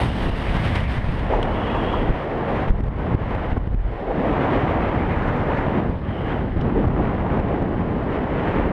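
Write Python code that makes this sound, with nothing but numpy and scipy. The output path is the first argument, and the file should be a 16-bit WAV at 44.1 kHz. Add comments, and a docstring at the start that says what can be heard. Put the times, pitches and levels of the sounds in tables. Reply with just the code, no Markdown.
"""Wind around a swinging skydiver

Wind buffets a camera strapped to a skydiver who swings under a canopy: noise bands stand for the eddy sizes,
from a heavy shake through roar and rush to hiss. Hollows howl and an edge whistles in breathy, wandering notes.
Hard gusts swing from suction to pressure and pop on the microphone port; rows of vortices thud.
Bursts of noise make the gear tap and the port tick, and the closed housing cuts off the top of the treble."""
import sys
import numpy as np
from scipy import signal
from scipy.fft import rfft, irfft
from scipy.io import wavfile
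from scipy.ndimage import uniform_filter1d

SR = 44100
rng = np.random.default_rng(int(sys.argv[2]) if len(sys.argv) > 2 else 0)


def file_out(sig):
    """Save sig as 16-bit WAV at sys.argv[1]."""
    # one column per channel
    cols = np.atleast_2d(sig).T
    # limit, then scale
    lim = np.clip(cols, -1, 1)
    pcm = np.round(lim * 32767).astype(np.int16)
    wavfile.write(sys.argv[1], SR, pcm)


N = 384535

# Gusts that slap the microphone port. Each row: time in seconds, pressure in dB, length in seconds
# (each side fades over twice this), pop level in dB, strength in dB of the level dip after it
# (negative: a lift).
SLAP_EVENTS = [(0.298, -14, 0.0044, -54, 9), (0.985, -17, 0.0055, -55, 5), (1.092, -16.5, 0.0071, -58, 1.5),
               (2.107, -17, 0.008, -50, 2), (2.685, -23, .002, -32, -1), (2.698, -24, .0025, -34, 3.5),
               (2.706, -7, 0.0048, -34, 7), (2.807, -14, 0.0018, -37, 10.5),
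               (2.839, -12.5, 0.0018, -36, 0.5), (2.867, -23, .002, -43, -0.5),
               (2.884, -16, 0.0027, -45, 6.5), (3.149, -3.5, 0.0012, -29, 9.5), (3.351, -15, 0.002, -37, 3),
               (3.53, -17, 0.0067, -48, 5), (3.578, -7.5, 0.0013, -32.5, 5), (3.675, -12, 0.0026, -38, 5),
               (3.746, -12, 0.0028, -36, 7.5), (5.898, -9.5, 0.0013, -37, -1.5),
               (6.585, -17, 0.0041, -50, 0), (6.855, -11.5, 0.002, -39, 5), (6.869, -14, 0.0022, -41, -3),
               (6.88, -6, 0.0011, -38, 3), (7.398, -14, 0.0016, -39, 3), (7.626, -12.5, .002, -36, 2.5)]
# Colour of the fine, airy hiss. Each row: frequency in Hz, strength in dB.
HISS_COLOUR = [(1500, -16.5), (2200, 11.5), (2700, 12.5), (3550, 17), (4200, 9.5), (5100, 6.5), (6000, -3),
               (7300, -8.5), (8550, -0.5), (9700, -8.5), (10600, -6), (12100, -17), (13200, -14),
               (15000, -24)]
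# Colour of a pop at the port, also used for dull knocks. Each row: frequency in Hz, strength in dB.
POP_COLOUR = [(300, 2), (1000, 14.5), (2000, 7), (3000, 0), (4200, -9), (5500, -14.5), (7000, -18),
              (8600, -20.5), (12000, -36), (15000, -39)]


def from_db(db):
    """Turns decibels into a plain multiplier."""
    return 10 ** (np.asarray(db) / 20)


def rms_one(x):
    """Scales a signal to an average strength (rms) of 1."""
    return x / np.sqrt(np.mean(x ** 2) + 1e-20)


def drift(rate_hz):
    """Slow chance: noise through two equal low-pass steps, so it wanders smoothly; spread 1."""
    step = 40   # samples between the points that are computed
    settle = 2000   # points thrown away while the filter starts up
    r = np.exp(-2 * np.pi * rate_hz * step / SR)
    noise = rng.standard_normal(N // step + settle + 2)
    slow = signal.lfilter([1], [1, -2 * r, r * r], noise)[settle:]
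    return np.interp(np.arange(N) / step, np.arange(len(slow)), rms_one(slow))


def coloured(x, spectrum):
    """Shapes x by a spectrum drawn over log frequency, falling away past its top; rms 1."""
    hz = np.maximum(np.fft.rfftfreq(N, 1 / SR), 1)
    points, db = np.transpose(spectrum)
    gain = from_db(np.interp(np.log(hz), np.log(points), db))
    gain = gain / np.maximum(hz / points[-1], 1) ** 2
    return rms_one(irfft(rfft(x) * gain, N))


def steady(x, span_s):
    """Holds the strength of a signal near 1 over spans longer than span_s; quicker changes remain."""
    return x / np.sqrt(uniform_filter1d(x ** 2, int(span_s * SR)) + 1e-12)


def bump(centre_s, half_s):
    """A smooth swell of height 1."""
    return np.exp(-np.minimum(((np.arange(N) / SR - centre_s) / half_s) ** 2, 50))


def swing(curve):
    """Each column of a level curve, sample by sample, in dB over its own average."""
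    s, *columns = np.transpose(curve)
    levels_db = np.array([np.interp(np.arange(N) / SR, s, c) for c in columns])
    return levels_db - levels_db.mean(axis=1, keepdims=True)


def breathy_tone(hz, width_hz, waver_hz, flicker_db):
    """A note of rms 1 made from narrow noise, so it comes in shreds; its pitch and level wander."""
    phase = 2 * np.pi * np.cumsum(hz + waver_hz * drift(7.1)) / SR
    blur = signal.butter(2, width_hz / 2, fs=SR, output="sos")
    a, b = signal.sosfilt(blur, rng.standard_normal((2, N)))
    note = steady(a * np.cos(phase) + b * np.sin(phase), span_s=0.04)
    return rms_one(note * from_db(flicker_db * drift(16)))


def port_ticks():
    """Tiny ticks at the microphone port, at random and of uneven size, from start_s on."""
    start_s, rate_per_s, level_db, spread_db = 6.9, 14, -63.5, 4.5
    born = (rng.random(N) < rate_per_s / SR) & (np.arange(N) / SR > start_s)
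    sizes = from_db(spread_db * np.minimum(rng.exponential(1, N), 2))
    fall = np.exp(-1 / (.0006 * SR))   # each tick dies over 0.6 ms
    ticks = signal.lfilter([1], [1, -fall], born * sizes + 1e-18)
    return from_db(level_db) * ticks * coloured(rng.standard_normal(N), HISS_COLOUR)


def taps():
    """Gear taps near the camera: short bright rattles with a thin ring, over a duller knock."""
    # Each row: time in seconds, level in dB, rise in seconds, time to fall by 60 dB in seconds,
    # top of its brightness in Hz, knock in dB against the rattle.
    tap_events = [(.682, -38, .001, .02, 14000, 0), (.712, -38.5, .0005, .015, 14000, 0),
                  (.756, -33.5, .002, .07, 14000, 3), (.806, -39, .002, .03, 12000, 4),
                  (.837, -41, .001, .025, 14000, -2), (1.429, -28, .0005, .016, 14000, -2),
                  (1.441, -45, .0005, .012, 14000, -2), (6.613, -41.5, .004, .045, 6600, 3)]
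    # Colour of the rattle. Each row: frequency in Hz, strength in dB.
    tap_colour = [(600, -20), (1800, -9.5), (3000, 12.5), (4000, -4.5), (5200, -8), (7000, -19),
                  (8600, -14), (12000, -39.5), (15000, -32)]
    t, out = np.arange(N) / SR, np.zeros(N)
    rattle = steady(coloured(rng.standard_normal(N), tap_colour), span_s=0.0022)
    ring = breathy_tone(hz=3030, width_hz=200, waver_hz=20, flicker_db=0.5)
    rattle = rattle + from_db(-4) * ring
    knock = steady(coloured(rng.standard_normal(N), POP_COLOUR), span_s=0.003)
    for s, db, rise_s, t60_s, top_hz, knock_db in tap_events:
        rise = np.exp(np.clip((t - s) / rise_s, -20, 0))
        fall = from_db(-60 * np.clip((t - s) / t60_s, 0, 2))
        dull = signal.butter(5, top_hz, fs=SR, output="sos")
        out += from_db(db) * rise * fall * signal.sosfilt(dull, rattle + from_db(knock_db) * knock)
    return out


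def whistle():
    """Air over an edge sings two notes in a spray of hiss; a fine gap sings far higher at the start."""
    # Each row: time of the loudest point in seconds, half length in seconds, level in dB,
    # level of the narrow note in dB against that.
    whistle_events = [(.1, 0.6, -47, -17), (1.79, 0.27, -43.4, -4.3), (6.232, 0.16, -50, -18)]
    t, edge = np.arange(N) / SR, np.zeros(N)
    broad = breathy_tone(hz=2934, width_hz=330, waver_hz=105.8, flicker_db=0.9)
    spray = coloured(rng.standard_normal(N), HISS_COLOUR)
    narrow = breathy_tone(hz=3290, width_hz=80, waver_hz=22, flicker_db=2.5)
    for s, half_s, db, narrow_db in whistle_events:
        facing = 1 / (1 + ((t - s) / half_s) ** 6)   # 1 when the edge meets the air squarely
        # the narrow note needs the squarest flow, so it fades sooner
        notes = broad + from_db(-15.5) * spray + from_db(narrow_db) * facing * narrow
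        edge += from_db(db) * facing * notes
    # the thin note falls towards thin_end_hz while it dies away
    thin_end_hz, drop_hz, glide_s, thin_db, thin_length_s = 8340, 1430, 0.049, -53.5, 0.071
    thin_hz = thin_end_hz + drop_hz * np.exp(-t / glide_s)
    thin = breathy_tone(hz=thin_hz, width_hz=1100, waver_hz=59.6, flicker_db=0)
    return edge + from_db(thin_db) * bump(0, thin_length_s) * thin


def howls():
    """Air blowing across each hollow in the gear sounds a broad, wandering note that comes in surges."""
    # Each row: time of the loudest point in seconds, half length in seconds, pitch in Hz,
    # width of the note in Hz, level in dB.
    howl_events = [(0.77, 0.42, 2114, 520, -40.5), (1.345, 0.073, 638, 430, -24),
                   (1.72, 0.3, 750, 600, -28.7), (4.1, 0.18, 551.6, 320, -32), (5.38, 0.32, 1201, 900, -35),
                   (5.0, .7, 1958, 400, -43.5)]
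    out = np.zeros(N)
    for s, half_s, hz, width_hz, db in howl_events:
        note = breathy_tone(hz=hz, width_hz=width_hz, waver_hz=.12 * hz, flicker_db=3.5)
        out += from_db(db) * bump(s, half_s) * note
    return out


def slaps():
    """Suction builds, then snaps over into pressure; the port pops at the turn with a short, ragged crack."""
    pop_rise_s, pop_fall_s = .0007, 0.0015
    t, out = np.arange(N) / SR, np.zeros(N)
    crack = steady(coloured(rng.standard_normal(N), POP_COLOUR), span_s=0.0014)
    for s, push_db, length_s, pop_db, _ in SLAP_EVENTS:
        near = slice(int((s - .2) * SR), int((s + .2) * SR))
        age = t[near] - s
        push = np.tanh(age / 0.00094) * np.exp(-np.abs(age) / (2 * length_s))
        pop_shape = np.exp(np.minimum(age / pop_rise_s, -age / pop_fall_s))
        out[near] += from_db(push_db) * push
        out[near] += from_db(pop_db) * crack[near] * pop_shape
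    return out


def level_dips():
    """The level heard dips briefly after each slap and returns (a negative strength lifts it); in dB."""
    attack_s, recovery_s = 0.0053, 0.06
    t, dip_db = np.arange(N) / SR, np.zeros(N)
    for s, *_, strength_db in SLAP_EVENTS:
        age = np.clip(t - s, 0, 1)
        dip_db += strength_db * np.tanh(age / attack_s) ** 2 * np.exp(-age / recovery_s)
    return dip_db


def gusts():
    """Brief gusts lift or lower the wake, the roar and the rush; in dB."""
    # Each row: time in seconds, half length in seconds, lift of the wake in dB, of the roar in dB,
    # of the rush in dB.
    gust_events = [(0.006, 0.055, 2, 3, 0.5), (0.275, 0.033, 4.5, -2, -3.5), (0.56, 0.019, 6, 5, 4.5),
                   (0.667, 0.051, 4.5, 2.5, 7.5), (0.77, 0.035, 1, 4, 6), (0.87, .016, -2, -3, -5.5),
                   (0.928, 0.039, -0.5, 0, 4), (1.336, 0.065, -4, -2.5, 3), (1.72, 0.2, 0, 0.5, 1.5),
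                   (2.02, 0.05, 1.5, 0, 0), (2.093, .015, 9, -2.5, 1.5), (2.17, 0.04, -1.5, -2, 1.5),
                   (2.393, 0.11, 1.5, 0, -2), (3.113, 0.062, 5, 1.5, 0.5), (3.516, 0.017, 1, 0, 4),
                   (3.57, 0.0067, 15, 12, 4), (3.732, 0.0083, 1, 7, 3.5), (3.82, 0.041, -4, -0.5, 1),
                   (4.05, 0.075, -5, 1.5, -1), (4.203, 0.023, 5.5, 0, 2), (4.253, .007, 1, 6, 1),
                   (4.543, 0.057, 1.5, 1, 1.5), (4.77, 0.025, -1, 3, -1), (4.876, 0.058, -2, 1, 1.1),
                   (5.168, .05, -0.5, -0.5, 1), (5.51, 0.03, -1, 4, 1.5), (5.784, 0.023, 5.5, 2, 2.5),
                   (6.006, .05, -2.5, -2, -1.2), (6.086, 0.029, 4.5, 1, 4), (6.3, 0.05, 1.5, 0, 3.5),
                   (6.535, .06, -2.5, -6.5, -0.5), (6.654, 0.025, 2.5, 2, 1.5), (6.7, .006, 1, 1, 3),
                   (6.797, 0.049, 0, -0.5, 2.5), (6.843, 0.0062, 2, 5.5, -1), (6.945, 0.014, 3, 2.5, 0.5),
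                   (6.996, 0.013, 5.5, 2.5, 1.5), (7.063, 0.067, 1.5, 2, 3), (7.25, 0.0079, 2, 6.5, -3.5),
                   (7.355, 0.044, 0.5, 3.5, 1.5), (7.547, 0.095, -1.5, 2, 1.5), (8.14, 0.046, 0, 2, 5),
                   (8.502, 0.17, 0, 2, 5), (8.576, .035, 2, 0.5, 0.5)]
    shapes = np.array([bump(s, half_s) for s, half_s, *_ in gust_events])
    return np.array(gust_events)[:, 2:].T @ shapes


def shedding():
    """Vortices peel off the housing, each a sharp push between shallow suctions; also returns their sway."""
    # Each row: middle in seconds, half length in seconds, vortices per second at the middle before wavering,
    # slowing in octaves per second, level in dB.
    vortex_runs = [(0.804, 0.19, 87, 1.3, -27), (1.301, 0.19, 40, 1.8, -24.5), (2.822, 0.14, 54, 0.3, -27),
                   (3.784, 0.2, 44, 0.52, -28), (6.565, .03, 80, 4, -24), (6.815, 0.06, 190, 19, -20)]
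    jitter_octaves, uneven_db = 0.24, 2.5   # the rate wavers and the vortices differ in strength
    t, out, sway = np.arange(N) / SR, np.zeros(N), np.zeros(N)
    waver = jitter_octaves * drift(17.37)
    strength = steady(from_db(uneven_db * drift(20)), span_s=0.23)
    for s, half_s, rate_hz, slowing, db in vortex_runs:
        octaves = waver - slowing * np.clip(t - s, -1, 1)
        turn = 2 * np.pi * np.cumsum(rate_hz * 2 ** octaves) / SR
        run = bump(s, half_s)
        pushes = rms_one(np.cos(turn) + .3 * np.cos(2 * turn))
        out += from_db(db) * run * strength * pushes
        sway += run
    return out, sway


def eddies(low_hz, high_hz, flutter_db, span_s, tilt_db=0):
    """Pressure from one range of eddy sizes; it swells with the flutter, and tilt favours the small ones."""
    # Colour of the turbulence. Each row: frequency in Hz, strength in dB.
    turbulence_colour = [(15, 6.5), (35, 0.5), (100, -1), (250, -4.5), (450, -9), (750, -13), (1020, -17.5),
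                         (1280, -21), (1900, -21.5), (2500, -29.5), (3050, -33), (4000, -47), (5100, -60),
                         (7000, -64)]
    band = signal.butter(3, [low_hz, high_hz], "band", fs=SR, output="sos")
    pressure = signal.sosfilt(band, coloured(rng.standard_normal(N), turbulence_colour))
    middle_hz = np.sqrt(low_hz * high_hz)
    coarse = signal.sosfiltfilt(signal.butter(2, middle_hz, fs=SR, output="sos"), pressure)
    fine = pressure - coarse
    pressure = coarse / from_db(tilt_db) + fine * from_db(tilt_db)
    return steady(rms_one(pressure) * from_db(flutter_db), span_s)


def fine_hiss(lift_db):
    """The finest eddies: the higher the lift, the stronger the top octave of their hiss; rms near 1."""
    hiss = coloured(rng.standard_normal(N), HISS_COLOUR)
    top = signal.sosfiltfilt(signal.butter(4, 9500, "high", fs=SR, output="sos"), hiss)
    reach_db = np.clip(0.41 * (lift_db - 6.0), -4, 4)
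    return hiss + (from_db(reach_db) - 1) * top


def wind():
    """Airflow drives roar, rush and hiss; big eddies shake the flow, so the finer ones flutter together."""
    # In these three curves only the changes around the average count.
    # Flow over the housing as it swings through the stream. Each row: time in seconds, rush level in dB.
    flow_curve = [(0.0, -30), (0.12, -40.5), (0.27, -32), (0.31, -34), (0.7, -38.5), (1.09, -38),
                  (1.8, -37), (2.35, -37), (2.6, -34), (2.69, -38), (2.72, -43.5), (3.42, -36), (3.71, -49),
                  (4.44, -32.5), (5.15, -37), (5.54, -36), (5.75, -36), (5.97, -47), (6.34, -37.5),
                  (6.48, -43), (7.31, -38.5), (7.72, -41.5), (8.6, -37.5), (8.72, -39)]
    # Bass. Each row: time in seconds, level of the slow heave in dB, level of the buffeting in dB.
    bass_curve = [(0.0, -36.5, -22), (0.3, -24.5, -27.5), (1.0, -30.5, -22.5), (1.35, -27.5, -27.5),
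                  (1.65, -33, -27), (2.1, -25.5, -28.5), (2.25, -38, -36), (2.5, -36.5, -31.5),
                  (2.68, -25, -25), (3.0, -36.5, -26.5), (3.85, -24.5, -28), (4.05, -33.5, -37),
                  (4.3, -33.5, -29.5), (4.75, -36, -24.5), (5.2, -29.5, -25.5), (6.1, -39, -28.5),
                  (6.85, -26.5, -26.5), (7.3, -32.5, -26), (8.35, -38.5, -29.5), (8.6, -30, -27.5)]
    # Low rumble in the wake of the housing. Each row: time in seconds, level in dB.
    wake_curve = [(0.0, -27.5), (0.65, -30), (1.2, -29), (1.7, -27.5), (2.05, -27.5), (2.25, -33),
                  (2.55, -27), (3.5, -31), (3.92, -36), (4.25, -24), (5.55, -26.5), (5.8, -24.5),
                  (6.05, -31.5), (6.8, -21.5), (7.2, -26.5), (7.5, -22.5), (8.25, -27), (8.6, -24.5)]
    # Colour of the soft, airy hiss behind the gusts. Each row: frequency in Hz, strength in dB.
    air_colour = [(1500, -11), (3000, 12.5), (4200, -1), (5200, -7.5), (6300, -22.5), (9000, -19.5),
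                  (14000, -42)]
    t = np.arange(N) / SR
    (flow,), (sway, bass), (rumble,) = swing(flow_curve), swing(bass_curve), swing(wake_curve)
    # the opening canopy brakes the fall: 1 in the fast air before it, 0 after
    brake_s, brake_length_s = 1.24, 0.03
    fast = .5 - .5 * np.tanh((t - brake_s) / (2 * brake_length_s))
    wake_gust, roar_gust, rush_gust = gusts()
    dip = level_dips()
    vortices, shed = shedding()
    calm_db = 1 * shed   # random buffeting gives way to the vortices

    # base levels in dB, each with its own changes; the roar is fullest when buffeting is weak
    heave_db = -31 + sway - calm_db
    buffet_db = -28 + bass + 0.54 * wake_gust - 0.49 * dip - calm_db
    wake_db = -27 + rumble + wake_gust - 0.76 * dip - .5 * calm_db
    roar_db = -28.5 + 0.75 * flow + 0.42 * rumble - 0.3 * bass
    roar_db = roar_db - 3.5 * fast + roar_gust - 0.85 * dip   # fast air roars less
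    rush_db = -38 + flow + rush_gust - 1.0 * dip
    # fast air hisses more, by an extra that wanes as the canopy fills; all the hiss fades slowly (dB per s)
    hiss_lift_db = 0.68 * flow + (11 - 3 * t) * fast - 1.17 * t
    hiss_lift_db = hiss_lift_db + 0.63 * rush_gust - 0.89 * dip
    air_db = -59.5 - 0.27 * bass + .3 * rumble - .15 * flow - 1.4 * dip

    # energy cascades from size to size: the wake leans towards its stronger neighbour,
    # and faster air brightens roar and rush
    wake_tilt_db = np.clip(.55 * (roar_db - buffet_db) - .3, -7, 1.4)
    roar_tilt_db = 1.1 + 0.23 * flow + 0.48 * bass - 0.2 * rumble
    rush_tilt_db = 0.29 * (hiss_lift_db - hiss_lift_db.mean())

    swirl = eddies(low_hz=54.7, high_hz=126.5, flutter_db=3.1 * drift(24), span_s=.09)
    flutter = rms_one(.5 * swirl + 0.63 * drift(29) + .5 * drift(240))
    flutter = flutter * from_db(0.16 * rumble)   # a strong wake makes it choppier
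    roar_flutter_db = 0.72 * flutter + 0.25 * drift(7.4)

    heave = from_db(heave_db) * eddies(low_hz=27.2, high_hz=54.0, flutter_db=0, span_s=0.39)
    buffet = from_db(buffet_db) * swirl
    wake = from_db(wake_db) * eddies(
        low_hz=132.0, high_hz=391, flutter_db=1.3 * flutter, span_s=.13, tilt_db=wake_tilt_db)
    roar = from_db(roar_db) * eddies(
        low_hz=385, high_hz=1245, flutter_db=roar_flutter_db, span_s=0.21, tilt_db=roar_tilt_db)
    rush = from_db(rush_db) * eddies(
        low_hz=1160, high_hz=7200, flutter_db=1.2 * flutter, span_s=0.14, tilt_db=rush_tilt_db)
    hiss = from_db(-57.5 + hiss_lift_db + 1.3 * flutter) * fine_hiss(hiss_lift_db)
    air = from_db(air_db) * coloured(rng.standard_normal(N), air_colour)
    return vortices + heave + buffet + wake + roar + rush + hiss + air


def scene():
    """Adds all the sources into one channel."""
    return (port_ticks() + taps() + whistle() + howls() + slaps() + wind())[None]


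def record(dry):
    """The strongest swings are rounded off, the ends fade within 2 ms and the housing cuts the top."""
    ceiling, cutoff_hz = 0.39, 15200
    rounded = dry / (1 + (dry / ceiling) ** 8) ** (1 / 8)
    fade = signal.windows.tukey(N, .004 * SR / N)   # the share covers both ends together
    muffle = signal.ellip(10, .1, 80, cutoff_hz, fs=SR, output="sos")
    return signal.sosfilt(muffle, rounded * fade)


dry = scene()
out = record(dry)
file_out(out)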